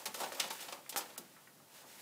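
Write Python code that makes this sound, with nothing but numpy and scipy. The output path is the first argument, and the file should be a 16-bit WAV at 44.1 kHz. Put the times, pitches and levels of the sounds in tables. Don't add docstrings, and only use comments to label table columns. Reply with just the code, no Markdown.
import sys
import numpy as np
from scipy import signal
from scipy.fft import rfft, irfft
from scipy.io import wavfile

SR = 44100
rng = np.random.default_rng(int(sys.argv[2]) if len(sys.argv) > 2 else 0)


def volts_from_decibels(level):
    exponent = np.asarray(level, float) / 20
    return 10 ** exponent


def unload_wav(signal):
    wavfile.write(
        sys.argv[1],
        SR,
        np.round(np.clip(np.atleast_2d(signal).T, -1, 1) * 32767).astype(np.int16),
    )


N = 88773

# frequency in Hz, density in dB per Hz.
AIR_SPECTRUM = [(24, -46), (40, 5), (189, -1), (363, -3), (422, -9.5), (600, -9), (1410, -13.5),
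                (1720, -15), (16000, -15.5)]
# frequency in Hz, T60 in seconds.
ROOM_T60 = [(300, 0.48), (2000, 0.17), (8000, 0.1), (15000, 0.12)]
# start in seconds, level in dB, pitch in Hz, T60 in seconds.
THUMPS = [(0.074, -49.5, 152, 0.14), (.21, -49.5, 200, 0.16), (0.4, -46, 154, 0.15),
          (0.67, -48.5, 167, 0.082), (1.183, -48.5, 260, 0.13), (.861, -48.5, 1600, 0.027),
          (1.364, -55, 1200, 0.082), (1.471, -52, 1450, .05), (1.4, -62, 1200, .04), (1.6, -53, 700, .05),
          (1.16, -53.5, 1030, 0.17), (.058, -44, 1660, 0.08), (.962, -42, 870, 0.11),
          (0.39, -41.5, 900, 0.072), (.508, -35.5, 970, 0.041)]
# time in seconds, rustle level in dB, hollowness in dB.
PUSH = [(0, -52.5, 8.5), (.05, -58, 5), (.13, -56, -9), (0.202, -46.5, 7), (.3, -53.5, 7.5), (.38, -50, 9),
        (0.468, -51.5, 1), (.56, -50.5, -8), (.65, -51, 3), (.76, -58, -6), (.83, -64, 4),
        (1.03, -54.5, 0.1), (1.15, -61.5, 2.5), (1.66, -75.5, 12), (1.75, -57, 0.5), (1.8, -58.5, 3),
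        (1.845, -65, 16.5), (1.89, -57.5, 1.5)]
# frequency in Hz, level in dB.
SLIDE_SPECTRUM = [(700, -19), (1400, 2.5), (4000, 0.5), (8000, -0.5), (13000, -4), (16000, -2)]
# frequency in Hz, width in Hz, level in dB.
HOLLOW = [(235, 207, -12.5), (548, 256, -1), (876, 192, 2.03), (1230, 455, -5.5)]
# frequency in Hz, level in dB.
SHEET_SPECTRUM = [(700, -38), (1300, -13), (1700, -6.5), (2500, -2.5), (5500, -5), (8000, -8), (12000, -12),
                  (16000, -13.5)]
# start in seconds, peak in dB, centre in Hz.
CRACKS = [(0.2636, -32, 1510), (0.3212, -29, 1800), (.4015, -12, 5660), (0.4042, -13, 5070),
          (0.4055, -20, 3620), (0.407, -23, 3140), (0.4092, -26, 4050), (0.6225, -34, 5000),
          (.6262, -32, 4000), (.629, -39, 4000), (.684, -34, 2000), (0.894, -22, 8950),
          (0.9613, -20.5, 1340), (0.9611, -19.5, 7000), (1.179, -22.5, 9500), (1.1805, -38, 9000)]
# start in seconds, level in dB, hollow share in dB, brightness in dB per octave, cascade
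# length in seconds.
SNAPS = [(.054, -29.5, -1.4, 0, .018), (.141, -34, -0.5, -0.3, .016), (.198, -33.5, 5.5, -1, 0.025),
         (.232, -32, 0.5, -5, 0.017), (.3205, -41, 3, -1, .012), (.396, -23.5, -13, -4, .013),
         (.41, -30, -9, -4.5, 0.056), (.502, -32, -2.5, -2, .016), (.622, -40, -7, -1, .014),
         (.682, -37.5, 1, -7.5, .014), (.7225, -34, 2, -4.5, .011), (.892, -40, -10.5, 4, .012),
         (.962, -32, -2.5, -0.8, 0.0073), (.968, -30.5, 0.1, 2, .022), (1.1765, -41, -4, 2.5, .011)]
# start in seconds, level in dB, hollow share in dB,
# brightness in dB per octave, cascade length in seconds.
MORE_CREASES = [(.033, -65, 11, 2, 0.0026), (.175, -54, 11, -11, .012), (.345, -39.5, -6, -1.5, .014),
                (.436, -37.5, 4, -5, 0.016), (.525, -49.5, -10, 4.5, 0.013), (.592, -43, -5, -18, 0.0092),
                (.603, -40, -10, -0.5, 0.016), (.775, -54, 10, -16, 0.014), (.9225, -36.5, -5.5, -7, .012),
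                (.94, -51, 14.5, -2, .016), (1.0, -34, -4, -5.5, 0.022), (1.056, -52, -2, -27, 0.012),
                (1.097, -47, 3, -16, 0.016), (1.255, -67, 11, -3, 0.0091)]
# start in seconds, length in seconds, lower edge in Hz.
TREBLE_DIPS = [
    (.050, .004, 2200),
    (.490, .009, 7000),
    (.886, .003, 2800),
    (.9555, .003, 4800),
    (1.165, .008, 4500),
]


def rms_one(x):
    return x / np.sqrt(np.mean(x ** 2) + 1e-20)


def energy_one(h):
    return h / np.sqrt(np.sum(h ** 2))


def at_hz(points, hz):
    table_hz, value = np.array(points).T
    return np.interp(np.log(hz), np.log(table_hz), value)


def bandpass(x, low_hz, high_hz):
    return signal.sosfilt(signal.butter(2, [low_hz, high_hz], "band", fs=SR, output="sos"), x)


def highpass(x, hz, order):
    return signal.sosfilt(signal.butter(order, hz, "high", fs=SR, output="sos"), x)


def colour(x, spectrum):
    hz = np.maximum(np.arange(1025) * SR / 2048, 1)
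    cepstrum = irfft(np.log(volts_from_decibels(np.maximum(at_hz(spectrum, hz), -80))))
    cepstrum[1:1024] *= 2
    cepstrum[1025:] = 0
    h = irfft(np.exp(rfft(cepstrum)))
    return signal.fftconvolve(x, energy_one(h))[:N]


def drift(rate_hz):
    r = np.exp(-2 * np.pi * rate_hz / SR)
    wander = signal.lfilter([1], [1, -2 * r, r * r], rng.standard_normal(N + SR))
    return rms_one(wander[SR:])


def hollow(x):
    click, ring = np.zeros(4096), 0
    click[0] = 1
    for k, (hz, width_hz, db) in enumerate(HOLLOW):
        r = np.exp(-np.pi * width_hz / SR)
        poles = [1, -2 * r * np.cos(2 * np.pi * hz / SR), r * r]
        mode = signal.lfilter([1 - r * r, 0, r * r - 1], poles, click)
        ring = ring + (-1) ** k * volts_from_decibels(db) * mode
    return signal.fftconvolve(x, energy_one(ring))[:N]


def air():
    level_db = -62
    return volts_from_decibels(level_db) * rms_one(colour(rng.standard_normal(N), AIR_SPECTRUM))


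def room(x):
    level_db, delay_s, rise_s = -8.5, 0.0031, 0.0038
    t, tail = np.arange(SR // 2) / SR, 0
    white = rng.standard_normal((2, len(t)))
    for k, low_hz in enumerate(150 * 2. ** np.arange(7)):
        octave = bandpass(white[k % 2], low_hz, 2 * low_hz)
        tail = tail + octave * volts_from_decibels(-60 * t / at_hz(ROOM_T60, 1.4 * low_hz))
    tail = tail * np.clip((t - delay_s) / rise_s, 0, 1)
    return volts_from_decibels(level_db) * signal.fftconvolve(x, energy_one(tail))[:N]


def thumps():
    out, t = np.zeros(N + SR), np.arange(SR // 2) / SR
    for start_s, db, hz, t60_s in THUMPS:
        puff = rms_one(bandpass(rng.standard_normal(len(t)), 0.73 * hz, 1.62 * hz))
        onset = 1 - np.exp(-t * hz / 1.9)
        out[int(start_s * SR):][:len(t)] += volts_from_decibels(db - 60 * t / t60_s) * onset * puff
    return out[:N]


def slip_grains():
    grains_per_s, spread_db, clump_db = 12000, 2.0, 0.8
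    size = volts_from_decibels(spread_db * np.minimum(rng.exponential(1, N), 4)) * rng.choice([-1, 1], N)
    slips = rng.random(N) < grains_per_s / SR
    return size * slips * volts_from_decibels(clump_db * drift(37.5))


def rustle():
    time_s, level_db, hollow_db = np.transpose(PUSH)
    t = np.arange(N) / SR
    sliding = rms_one(colour(slip_grains(), SLIDE_SPECTRUM))
    folds = rms_one(hollow(slip_grains())) * volts_from_decibels(np.interp(t, time_s, hollow_db) - 12.0)
    return volts_from_decibels(np.interp(t, time_s, level_db) + 0.5) * (sliding + folds)


def cracks():
    width_share = 0.89
    out, t = np.zeros(N + SR), np.arange(400) / SR
    for start_s, db, hz in CRACKS:
        flip = np.sin(2 * np.pi * hz * t) * np.exp(-np.pi * width_share * hz * t)
        out[int(start_s * SR):][:len(t)] -= volts_from_decibels(db + 6.0) * highpass(flip, 0.4 * hz, 1)
    return out[:N]


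def creases(count=520):
    body_db, tick_db, loss_db, spread_db, rise_share = 4, -4.5, 7.5, 4.6, 0.25
    rows = np.array(list(SNAPS) + list(MORE_CREASES))
    start_s, level_db, hollow_db, bright_db, length_s = np.split(rows, 5, axis=1)
    draw = rng.random((len(rows), count, 3))
    place = 2 * (np.arange(count) + draw[..., 0]) / count
    sign = np.sign(draw[..., 1] - 0.5)
    part = (5 * draw[..., 2]).astype(int)
    at = ((start_s + place * length_s) * SR).astype(int)

    chance_db = spread_db * np.clip(rng.standard_normal(at.shape), -2, 2)
    swell = np.minimum(place / rise_share, 1)
    size = swell * volts_from_decibels(level_db + tick_db - loss_db * place ** 1.93 + chance_db)
    tilt = np.array([0, -0.5, 0, 1, 2.5])[part]
    part_db = np.where(part == 0, hollow_db + body_db, bright_db * tilt + 3 * part)
    trains = np.zeros((5, N))
    np.add.at(trains, (part, at), size * sign * volts_from_decibels(part_db))

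    edges_hz = [900, 2500, 5000, 10000, 19000]
    sheet = sum(bandpass(trains[k + 1], edges_hz[k], edges_hz[k + 1]) for k in range(4))
    return hollow(trains[0]) + colour(sheet, SHEET_SPECTRUM)


def scene():
    paper = creases() + cracks() + rustle() + thumps()
    return (paper + room(paper) + air())[None]


def low_pass(x):
    return signal.sosfilt(signal.butter(12, 16810, fs=SR, output="sos"), x)


def record(dry):
    dip_db, fade_s, cutoff_hz = -22, 0.0007, 15850
    x, t = highpass(dry, 129.6, 4), np.arange(N) / SR
    for start_s, length_s, hz in TREBLE_DIPS:
        treble = signal.sosfiltfilt(signal.butter(6, hz, "high", fs=SR, output="sos"), x)
        inside_s = np.minimum(t - start_s, start_s + length_s - t)
        x = x - (1 - volts_from_decibels(dip_db)) * treble * np.clip(inside_s / fade_s + 1, 0, 1)
    x = signal.sosfilt(signal.cheby2(16, 50, cutoff_hz + 150, fs=SR, output="sos"), x)
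    return low_pass(x)


dry = scene()
out = record(dry)
unload_wav(out)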